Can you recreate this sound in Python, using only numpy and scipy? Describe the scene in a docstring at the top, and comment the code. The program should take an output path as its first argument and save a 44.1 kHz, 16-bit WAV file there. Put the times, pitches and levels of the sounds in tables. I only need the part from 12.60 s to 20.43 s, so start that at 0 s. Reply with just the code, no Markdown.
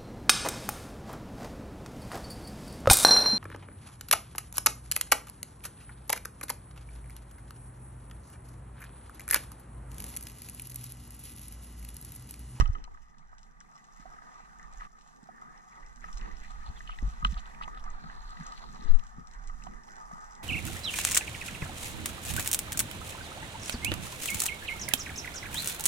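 """A speargun has just fired under water, heard inside a diver's sealed camera housing with two microphone ports.
First the recoil thuds (sudden low waves) and rattles (noise that dies fast) over a thin crackling hiss.
Then the line and gear tap, snap, scrape and squeak, most busily from about 4 to 6 s. Blows and noise ring the
housing's modes, short and partly opposed between the ports. Throughout, slow waves and low noise press on
the ports, small bubbles slip past in gliding rings, and distant clicks come back off the surface."""
import sys
import numpy as np
from scipy import signal
from scipy.fft import rfft, irfft
from scipy.io import wavfile
from scipy.ndimage import uniform_filter1d

SR = 44100
rng = np.random.default_rng(int(sys.argv[2]) if len(sys.argv) > 2 else 0)


def unload_wav(signal):
    """Save mono or channel-first audio to the path in sys.argv[1] as 16-bit WAV at rate SR, clipped to [-1, 1]."""
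    wavfile.write(
        sys.argv[1],
        SR,
        np.round(np.clip(np.atleast_2d(signal).T, -1, 1) * 32767).astype(np.int16),
    )


N = 345303  # length [samples]


def undb(db):
    """Turn decibels into an amplitude factor."""
    return 10 ** (np.asarray(db) / 20)


def curves(table):
    """Join the columns of a table by straight lines in time."""
    columns = np.transpose(table)
    return [np.interp(np.arange(N) / SR, columns[0], c) for c in columns[1:]]


def walk(rate):
    """Wander at random: levels held 1 / rate s, then smoothed twice; spread near 1."""
    hold = int(SR / rate)
    held = rng.standard_normal(4000)[np.arange(N) // hold]
    return 1.82 * uniform_filter1d(uniform_filter1d(held, hold), hold)


def band(lo_hz, hi_hz, like):
    """Stereo noise between two pitches, rms 1; `like` is the left-right correlation (-1 is opposed)."""
    sos = signal.butter(4, [lo_hz, hi_hz], "bandpass", fs=SR, output="sos")
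    mid, side = signal.sosfilt(sos, rng.standard_normal((2, N)))
    pair = np.sqrt(1 + like) * mid + np.sqrt(1 - like) * side * np.array([[1], [-1]])
    return pair / pair.std()


def crackle(per_s, spread_db, burst_s):
    """Clicks of tiny bubbles and grit that come in flurries, a few much larger than the rest; rms 1."""
    when = rng.random(N) < per_s / SR * undb(3.5 * walk(16.0))
    size = rng.exponential(size=N)
    clicks = when * undb(spread_db * np.minimum(size, 3))
    # each click is a short rough burst
    clicks = signal.lfilter([1], [1, -np.exp(-1 / (burst_s * SR))], clicks) * rng.standard_normal(N)
    return clicks / clicks.std()


# fade time of a contact: a fixed part [s] plus so many cycles of its pitch
CONTACT_S, CONTACT_CYCLES = 0.0013, 0.81


def blows(table, hz, grits, slope_db, rough):
    """Short contacts push the mode at hz; one loses slope_db per octave away from its favoured pitch."""
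    push, t = np.zeros(N), np.arange(grits.shape[1]) / SR
    for (s, level_db, near_hz), grit in zip(table, grits):
        fade = np.exp(-t / (CONTACT_S + CONTACT_CYCLES / near_hz))
        tone = 2 * np.sin(2 * np.pi * near_hz * t) / fade.sum()
        burst = fade * (tone + rough * grit / np.linalg.norm(fade))
        i = int(s * SR)
        gain = undb(level_db - slope_db * abs(np.log2(hz / near_hz)))
        push[i:i + len(t)] += (gain * burst)[:N - i]
    return push


def press(table, sudden):
    """Water shoved against the ports: a few cycles under a bell-shaped swell, or with a sudden front."""
    out = np.zeros((2, N))
    for s, hz, cycles, left_db, right_db in table:
        t = np.arange(N) / SR - s
        if sudden:
            swell = np.exp(-(t * hz / cycles) ** 4) * (t > 0)
        else:
            swell = np.exp(-(2 * t * hz / cycles) ** 2)
        out -= undb([[left_db], [right_db]]) * swell * np.sin(2 * np.pi * hz * t)
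    return out


# ways the housing rings: (pitch [Hz], width [Hz], level of its steady noise [relative dB],
# answer to blows [relative dB], left minus right [dB], right port's phase lead [rad])
HOUSING = [(380, 170, -22.5, -4, 1.5, 5), (750, 73, -15.5, -10.5, -11.5, -1.0),
           (857, 144, -3, -7, -5, -2.5), (949, 140, -11, 2, -5.5, -1.5),
           (1176, 51, -6.5, -10.5, -3.5, -2.0), (1242, 59, 0.5, 8.5, 3.5, -2.5),
           (1521, 115, -4.5, -3, -2.5, 3.5), (1814, 170, -11, -7.5, -3.5, -0.5),
           (1961, 84, -12.5, 0.5, 3.5, -1.5), (2340, 300, -20.5, -31, 1.5, 2), (2624, 190, -22.5, -8, 4, 5),
           (3013, 166, -24, -1.5, 3, 2), (3460, 610, -22.5, -19, -1, 0.97), (3957, 530, -23, -30, 3, 1.5),
           (4240, 480, -21, -19, -2, 3.5), (5640, 460, -19.5, 9.5, 4, 2.03), (6520, 550, -15.5, -3, 2.5, 2),
           (7750, 770, -26, -16, 1, 0.8)]
# levels of hum and hiss over time, with one abrupt drop at 2.27 s:
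# (time [s], hum level [relative dB], hiss level [relative dB])
HUM_AND_HISS = [(0.0, -54.5, -59), (0.09, -61.5, -79), (0.23, -64, -82), (0.43, -69, -83.5),
                (0.68, -69.5, -85), (1.05, -64.5, -79), (1.4, -64.5, -73.5), (1.5, -59, -75),
                (1.78, -62, -75.5), (2.1, -61.5, -75.5), (2.19, -62.5, -71.5), (2.268, -54, -71),
                (2.273, -71.5, -81), (2.34, -64, -80), (2.4, -67.5, -76.5), (2.86, -58, -74.5),
                (3.35, -62.5, -76.5), (3.45, -56, -70), (3.56, -59.5, -71), (3.7, -55, -72),
                (3.76, -59.5, -74), (3.86, -60, -70), (4.5, -58, -70.5), (4.97, -55.5, -71.5),
                (5.4, -56.5, -75), (5.8, -59, -71), (6.27, -59, -72.5), (6.55, -63.5, -77.5),
                (7.0, -60.5, -72.5), (7.26, -60, -73), (7.55, -55.5, -69.5), (7.83, -59, -74)]
# modes from 2.5 to 5 kHz follow the hiss, and more while the line runs: (time [s], level above hiss [relative dB])
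RUBBING = [(0.1, 18), (1.3, 13), (3.4, 13.5), (3.7, 19), (5.3, 18), (6.35, 17), (6.5, 13.5), (7.83, 8.5)]


def housing():
    """Every mode hums with steady noise and rings with the blows; the ports hear it in different phases."""
    tap_grit = rng.standard_normal((len(TAPS), 2048))
    snap_grit = rng.standard_normal((len(SNAPS), 2048))
    far = distant_clicks()
    far_grit = rng.standard_normal((len(far), 512))
    scatter, shimmer, stir = tails(), walk(22.0), walk(14.0)
    hum_db, hiss_db = curves(HUM_AND_HISS)
    rub_db = hiss_db + curves(RUBBING)[0]
    coarse, fine = crackle(60.0, 2.8, 0.0022), crackle(140.0, 6.1, 0.00097)
    fine = fine + undb(-2.5) * np.roll(fine, int(ECHO_S * SR))  # the crackle has an echo too
    stutter = undb(3.5 * walk(260.0))  # rubbing sticks and slips
    rattle, grit = release(), crackle(250.0, 1.5, 0.00067)
    out = np.zeros((2, N))
    for hz, width_hz, steady_db, blow_db, pan_db, lead in HOUSING:
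        if hz < 2500:
            base_db, grain, unsteady_db = hum_db + 2.0, 0.5 * coarse, 2.2
        elif hz < 5000:
            base_db, grain, unsteady_db = rub_db, 0.63 * coarse + 0.5 * fine, 0.8
        else:
            base_db, grain, unsteady_db = hiss_db + 14.0 + 0.44 * shimmer, fine, 0.8
        steady = rng.standard_normal(N) + grain
        steady *= undb(base_db + steady_db + 1.2 * stir + unsteady_db * walk(20.0))

        thin_db = -18.0 * max(np.log2(1150 / hz), 0)  # the rattle hardly reaches the lowest modes
        rattle_gain = undb(-5.0 * abs(np.log2(hz / 1700)) + thin_db + blow_db / 2)
        rub = rattle * rattle_gain * rng.standard_normal(N)
        rub += friction(hz) * (0.68 * stutter * rng.standard_normal(N) + grit)
        rub += scatter * undb(-12.0 * abs(np.log2(hz / 6000))) * rng.standard_normal(N)

        hits = undb(blow_db / 2 + 4.0) * blows(TAPS, hz, tap_grit, 14.8, 0.39)
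        hits += undb(0.13 * blow_db + 0.5) * blows(SNAPS, hz, snap_grit, 12.5, 0.65)
        hits += undb(8.0) * blows(far, hz, far_grit, 14.2, 0.53)

        pole = np.exp((2j * np.pi * hz - np.pi * width_hz) / SR)
        noise_gain = np.sqrt(2 - 2 * abs(pole) ** 2)  # a narrow mode would otherwise hum louder
        ring = signal.lfilter([1], [1, -pole], (steady + rub) * noise_gain + hits)
        # the thick wall passes little away from the resonance
        broad = np.exp((2j * np.pi * hz - 4.0 * np.pi * width_hz) / SR)
        ring = signal.lfilter([1 - abs(broad)], [1, -broad], ring)
        left = undb(pan_db / 2) * ring.imag
        right = undb(-pan_db / 2) * (ring * np.exp(1j * lead)).imag
        out += [left, right]
    return out + top_hiss(fine, hiss_db, shimmer, far, far_grit, snap_grit)


# three clacks of the release that die fast: (time [s], level [relative dB])
CLACKS = [(0, -32.5), (.008, -42), (0.017, -50)]
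CLACK_DB_PER_S = -1800
# faint jitter of loose parts: steady at first [relative dB], then fading from a time [s] at a rate [dB/s]
JITTER_DB, JITTER_FADES_AT_S, JITTER_DB_PER_S = -70, 0.2, -190


def release():
    """Level of the rattle after the trigger: clacks plus the jitter of loose parts."""
    t = np.arange(N) / SR
    clacks = sum(undb(db + CLACK_DB_PER_S * np.abs(t - s)) * (t >= s) for s, db in CLACKS)
    return clacks + undb(JITTER_DB + JITTER_DB_PER_S * np.maximum(t - JITTER_FADES_AT_S, 0))


# shoves that start at once, the recoil first:
# (start time [s], pitch [Hz], length [cycles], left level [dB], right level [dB])
JOLTS = [(-.003, 46, 1.02, -22.5, -9), (.022, 74, 0.55, -13, -22), (4.426, 45.5, 2.8, -21, -24.5),
         (4.426, 200, 1.4, -47, -31), (4.638, 37.8, 2.4, -25, -22.5), (4.652, 186, 2.4, -41, -31.5),
         (4.445, 93, 1.6, -38, -31), (5.077, 380, 0.38, -49, -36), (6.193, 207, 3.3, -40, -65),
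         (6.22, 218, 1.4, -40, -65), (6.255, 200, 1.7, -40.5, -55), (6.582, 76, 1.9, -47, -49),
         (6.583, 178, 1.3, -41, -35)]


def jolts():
    """Sudden shoves of water: each wave starts at once and dies after its few cycles."""
    return press(JOLTS, sudden=True)


# dull taps on the housing, played by blows() in housing(): (time [s], level [relative dB], favoured pitch [Hz])
TAPS = [(0.007, -28.5, 1810), (0.007, -26, 1190), (0.019, -39, 1690), (0.056, -36.5, 1220),
        (0.148, -48, 1780), (0.152, -35, 1260), (0.276, -43, 940), (0.345, -46.5, 1160),
        (0.372, -44.5, 1530), (0.728, -44, 1110), (1.008, -42, 1430), (1.455, -34.5, 707),
        (1.585, -43.5, 1280), (1.995, -43.5, 1940), (2.199, -49, 1980), (2.207, -33.5, 1660),
        (2.217, -39.5, 1220), (2.248, -42, 1270), (2.688, -38, 716), (2.818, -44, 1270),
        (3.228, -44.5, 1915), (3.44, -35, 1840), (3.441, -37.5, 1230), (3.485, -42.5, 1230),
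        (3.658, -46, 1820), (3.711, -46, 1850), (4.205, -35.5, 1830), (4.292, -28, 1430),
        (4.386, -36.5, 1900), (4.624, -35, 1210), (4.647, -16.5, 1406), (4.766, -39.5, 1290),
        (5.01, -31, 1190), (5.078, -29.5, 1103), (5.172, -35.5, 1390), (5.276, -42, 1250),
        (5.346, -37, 1340), (5.497, -34.5, 1600), (5.769, -40, 1870), (5.808, -37, 1740),
        (5.921, -39, 1200), (6.895, -36, 1175), (7.067, -28.5, 806)]
# bright snaps of line and gear close by, played likewise: (time [s], level [relative dB], favoured pitch [Hz])
SNAPS = [(0.007, -24, 5360), (0.0562, -39.5, 3030), (0.076, -42, 5500), (0.15, -44, 2980),
         (0.183, -51, 3000), (0.2403, -30.5, 5000), (0.249, -45, 4100), (1.178, -45.5, 5430),
         (3.6117, -35, 3930), (4.275, -39, 3420), (4.387, -36.5, 3730), (4.6477, -18.5, 3220),
         (4.7428, -36, 3620), (4.777, -38, 3700), (4.857, -38.5, 3520), (4.9462, -40, 2320),
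         (5.0223, -34, 2280), (5.147, -42, 3530), (5.24, -36, 7200), (5.9212, -31, 4640),
         (6.158, -43, 3920), (6.3937, -37, 3870), (7.0222, -48, 2540), (7.286, -45.5, 3180),
         (7.0693, -43, 3130)]
# line and glove scraping along the housing:
# (start time [s], end time [s], favoured pitch [Hz], narrowness [dB per octave], level [relative dB])
SCRAPES = [(0.126, 0.143, 5900, 29, -60.5), (2.19, 2.266, 1750, 12, -63.5), (3.42, 3.515, 1800, 15, -63),
           (3.572, 3.692, 1870, 31, -63), (3.802, 3.887, 2050, 30, -60), (4.056, 4.094, 4100, 23, -61),
           (4.136, 4.19, 1780, 58, -56), (4.164, 4.194, 3770, 22, -59), (4.255, 4.36, 2900, 34, -60),
           (4.642, 4.683, 3570, 12, -53.5), (4.686, 4.76, 2970, 9, -63), (4.768, 4.801, 3480, 25, -56),
           (5.016, 5.049, 3200, 19, -53), (5.99, 6.062, 1025, 50, -52.5), (6.127, 6.177, 1130, 34, -48.5),
           (5.158, 5.208, 3400, 21, -64.5), (5.23, 6.396, 4160, 76, -64.5), (6.19, 6.358, 3950, 67, -66.5),
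           (5.971, 5.996, 3400, 11, -60.5)]


def friction(hz):
    """Level of the scraping that drives the mode at hz; each scrape is a rounded swell."""
    level = np.zeros(N)
    for start_s, end_s, near_hz, slope_db, level_db in SCRAPES:
        i = slice(int(start_s * SR), int(end_s * SR))
        gain = undb(level_db - slope_db * abs(np.log2(hz / near_hz)))
        level[i] += gain * np.hanning(i.stop - i.start) ** 0.3
    return level


# the wet line squeaks as it slips:
# (start time [s], length [s], first pitch [Hz], last pitch [Hz], left level [dB])
SQUEAKS = [(3.84, 0.015, 1720, 2110, -47), (4.086, 0.011, 4330, 4300, -59), (4.159, 0.017, 3400, 3640, -56),
           (4.171, 0.024, 3260, 3180, -57.5), (4.279, 0.028, 2970, 2870, -56),
           (4.317, 0.02, 2680, 2730, -54.5)]


def squeaks():
    """The slipping line sings short, wavering, sliding tones, louder at the right port."""
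    out, waver = np.zeros(N), walk(330.0)
    for start_s, length_s, from_hz, to_hz, level_db in SQUEAKS:
        i = slice(int(start_s * SR), int((start_s + length_s) * SR))
        hz = np.linspace(from_hz, to_hz, i.stop - i.start) * (1 + 0.0067 * waver[i])
        out[i] += undb(level_db) * np.hanning(len(hz)) * np.sin(2 * np.pi * np.cumsum(hz) / SR)
    return np.array([out, 1.35 * out])


# slow pressure thumps and soft knocks on the ports:
# (centre time [s], pitch [Hz], length [cycles], left level [dB], right level [dB])
THUMPS = [(.065, 27, 2.1, -30, -17), (.099, 62, 0.83, -15, -24.5), (.13, 23, 2.2, -37, -25.5),
          (.61, 162, 2.9, -69, -53), (1.40, 210, 1.55, -65, -42.5), (2.2, 27, 1.5, -43, -38.5),
          (2.633, 204, 1.6, -64, -42.5), (3.25, 21, 1.5, -45, -42), (3.558, 34.4, 2, -35, -32.5),
          (3.632, 26.6, 1.03, -29.5, -25.5), (3.69, 200, 3.8, -59, -44), (4.097, 24.6, 0.33, -20, -26),
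          (4.48, 134, 1.5, -42, -37), (4.632, 170, 2, -40, -38), (4.706, 51, 1.8, -29, -21.5),
          (4.731, 172, 2.4, -39, -33.5), (4.771, 43, 1.36, -30.5, -29.5), (5.302, 14.6, 2.1, -37, -29.5),
          (5.81, 184, 2.5, -47, -48), (6.329, 10.2, 0.96, -7, -63), (6.789, 31.5, 2.4, -41, -36),
          (6.898, 21.8, 2, -34, -29), (7.535, 178, 1.8, -38, -66)]


def thumps():
    """Water presses on the ports: each wave swells and sinks smoothly over its few cycles."""
    return press(THUMPS, sudden=False)


def bubbles(count=380):
    """Small bubbles slipping past: short rings that glide up, opposed at the ports, louder with the hum."""
    out, hum_db = np.zeros(N), curves(HUM_AND_HISS)[0]
    t = np.arange(2048) / SR
    for place, pitch, size in rng.random((count, 3)):
        i, hz = int(place * (N - len(t))), 700 * 2 ** (1.6 * pitch)
        glide = np.sin(2 * np.pi * hz * t * (1 + 9.7 * t))
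        ring = glide * np.exp(-t * hz / 10.0) * np.minimum(t / 0.0013, 1)
        out[i:i + len(t)] += undb(hum_db[i] + 5.5 + 4.5 * size) * ring
    return np.array([out, -0.7 * np.roll(out, 4)])


# rumble at the ports: (time [s], level before wandering and lean [dB])
RUMBLE = [(0.2, -42.5), (0.55, -57.5), (0.9, -57), (1.66, -63), (2.17, -49.5), (2.66, -66), (3.17, -60.5),
          (3.56, -45), (4.0, -38.5), (4.3, -43.5), (4.47, -36), (4.58, -41), (4.66, -43), (4.83, -44.5),
          (5.3, -44), (6.2, -47), (6.32, -34), (6.5, -52), (7.0, -51.5), (7.83, -52)]
# which port the rumble leans to: (time [s], left minus right [dB])
LEAN = [(0, -3), (3, -6.5), (4.5, -4), (5.6, -0.5), (6.0, -2), (6.5, 7), (6.8, -8), (7.83, -7)]


def rumble():
    """Very low noise of water pressing on the ports, wandering in level and leaning left or right."""
    pan_db = curves(LEAN)[0]
    level_db = curves(RUMBLE)[0] + np.array([pan_db, -pan_db]) / 2
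    return band(6.6, 44.2, 0.38) * undb(level_db + 2.0 * walk(7.8))


# eddies passing the ports:
# (centre time [s], half width [s], gurgle level [relative dB], rush level [relative dB])
EDDIES = [(0.18, 0.065, -67.5, -59.5), (3.65, 0.074, -70, -56.5), (4.108, 0.015, -51, -76),
          (4.45, 0.035, -50, -78), (4.681, 0.053, -51, -64), (5.07, 0.04, -74, -70),
          (5.45, 0.026, -54, -67), (5.809, 0.029, -50, -84), (6.17, 0.17, -59.5, -64),
          (6.591, 0.029, -55, -55), (7.1, 0.082, -57, -85)]
# levels between eddies [relative dB] when the hum is at CALM_DB, and the share of the hum's changes they follow
GURGLE_DB, RUSH_DB, CALM_DB, FOLLOW = -63.5, -69, -60, 0.77


def eddies():
    """Eddies swell a low gurgle and, above it, a rush that is opposed between the ports; both are lumpy."""
    t = np.arange(N) / SR
    hum = undb(FOLLOW * (curves(HUM_AND_HISS)[0] - CALM_DB))
    gurgle, rush = hum * undb(GURGLE_DB), hum * undb(RUSH_DB)
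    for s, width_s, gurgle_db, rush_db in EDDIES:
        swell = np.exp(-((t - s) / width_s) ** 2)
        gurgle = gurgle + undb(gurgle_db) * swell
        rush = rush + undb(rush_db) * swell
    gurgle = band(126.0, 243.0, -0.23) * gurgle * undb(1.64 * walk(19.0))
    rush = band(246.0, 505.0, -0.88) * rush * undb(2.7 * walk(25.0))
    return gurgle + rush


# distant clicks in the water, each heard again off the surface:
# (time [s], level [relative dB], favoured pitch [Hz], echo level relative to the click [dB])
CLICKS = [(0.3425, -56, 6750, -13), (0.5831, -51.5, 5600, -13), (0.7821, -50, 4960, -2),
          (0.831, -51, 5410, -14), (1.004, -46.5, 5730, -11), (1.1544, -52, 5400, -3),
          (1.2418, -51, 6540, -8), (1.3974, -54, 6400, -1), (1.742, -54, 5700, -10),
          (2.0283, -51, 6200, -13), (2.1266, -53, 6570, 3), (2.389, -54, 5540, -6),
          (2.4104, -53.5, 5400, -9), (2.4754, -52, 6600, -9), (2.6308, -55, 6460, 2),
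          (2.8963, -61, 6450, -13), (2.9761, -53, 5640, -17), (3.263, -49, 5500, -10),
          (3.3596, -50, 6300, -5), (3.4076, -51, 6310, -8), (3.5284, -41.5, 5600, -10),
          (3.5725, -37.5, 5350, -5), (3.768, -46, 5600, -12), (3.9065, -47, 8300, 0.5),
          (4.7152, -54, 6540, -10), (4.795, -45.5, 6440, -5), (5.3018, -48, 6450, -22),
          (5.696, -54, 7920, 8), (5.8662, -38, 6600, -17), (6.1464, -49, 6700, -8), (6.2392, -47, 6200, -6),
          (6.3445, -48, 4620, -4), (6.438, -50, 6800, -6), (6.467, -47.5, 6100, -10),
          (6.6717, -48, 5500, -8), (6.712, -48, 5200, -14), (6.7356, -49, 6440, -5),
          (6.8397, -52, 5700, -8), (6.8736, -43, 6800, -6), (7.0373, -41, 5870, -16),
          (7.235, -52, 5600, -11), (7.3564, -48, 5900, 1.5), (7.5343, -50, 5540, -13),
          (7.57, -57, 6700, -8), (7.6104, -49, 6950, -18), (7.644, -49, 7000, -7), (7.7228, -52, 6200, 0),
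          (7.7518, -44.5, 6600, -19)]
ECHO_S = 0.0091  # delay off the surface
TAIL_DB, TAIL_S = -21, 0.024  # scattered tail after a click: level [relative dB] and fade time [s]


def distant_clicks():
    """List every distant click, then its second arrival off the surface, as blows."""
    direct = [row[:3] for row in CLICKS]
    echoes = [(s + ECHO_S, level_db + echo_db, hz) for s, level_db, hz, echo_db in CLICKS]
    return direct + echoes


def tails():
    """Level of the scattered hiss that dies away after each distant click."""
    kicks = np.zeros(N)
    for s, level_db, _, _ in CLICKS:
        kicks[int(s * SR)] = undb(level_db + TAIL_DB)
    return signal.lfilter([1], [1, -np.exp(-1 / (TAIL_S * SR))], kicks)


# tone colour of the top-end hiss: (pitch [Hz], gain [dB])
AIR = [(2500, -44), (5000, 2), (8500, 0), (9410, -6), (12600, -10), (13400, -11), (14100, -31)]
AIR_DB = 4.5  # added to the hiss level


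def top_hiss(fine, hiss_db, shimmer, far, far_grit, snap_grit):
    """Thin hiss, unrelated between the ports, with the housing's crackle, snaps and distant clicks in it."""
    top = rng.standard_normal((2, N)) + 0.54 * fine
    top *= undb(hiss_db + AIR_DB + 0.9 * shimmer)
    top += undb(7.0) * blows(far, 9700.0, far_grit, 4.0, 0.7)
    top += undb(4.0) * blows(SNAPS, 9300.0, snap_grit, 4.1, 0.58)
    f, (point_hz, point_db) = np.fft.rfftfreq(N, 1 / SR), np.transpose(AIR)
    gain = undb(np.interp(np.log(f + 1), np.log(point_hz), point_db))
    return irfft(rfft(top) * gain, N)


def scene():
    """Add up the ringing housing and everything the ports hear directly."""
    return housing() + jolts() + squeaks() + thumps() + bubbles() + rumble() + eddies()


TOP_HZ = 14200


def record(dry):
    """The recorder cuts the top: a steep filter removes what lies above TOP_HZ."""
    return signal.sosfilt(signal.ellip(8, 0.2, 70, TOP_HZ, fs=SR, output="sos"), dry)


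dry = scene()
out = record(dry)
unload_wav(out)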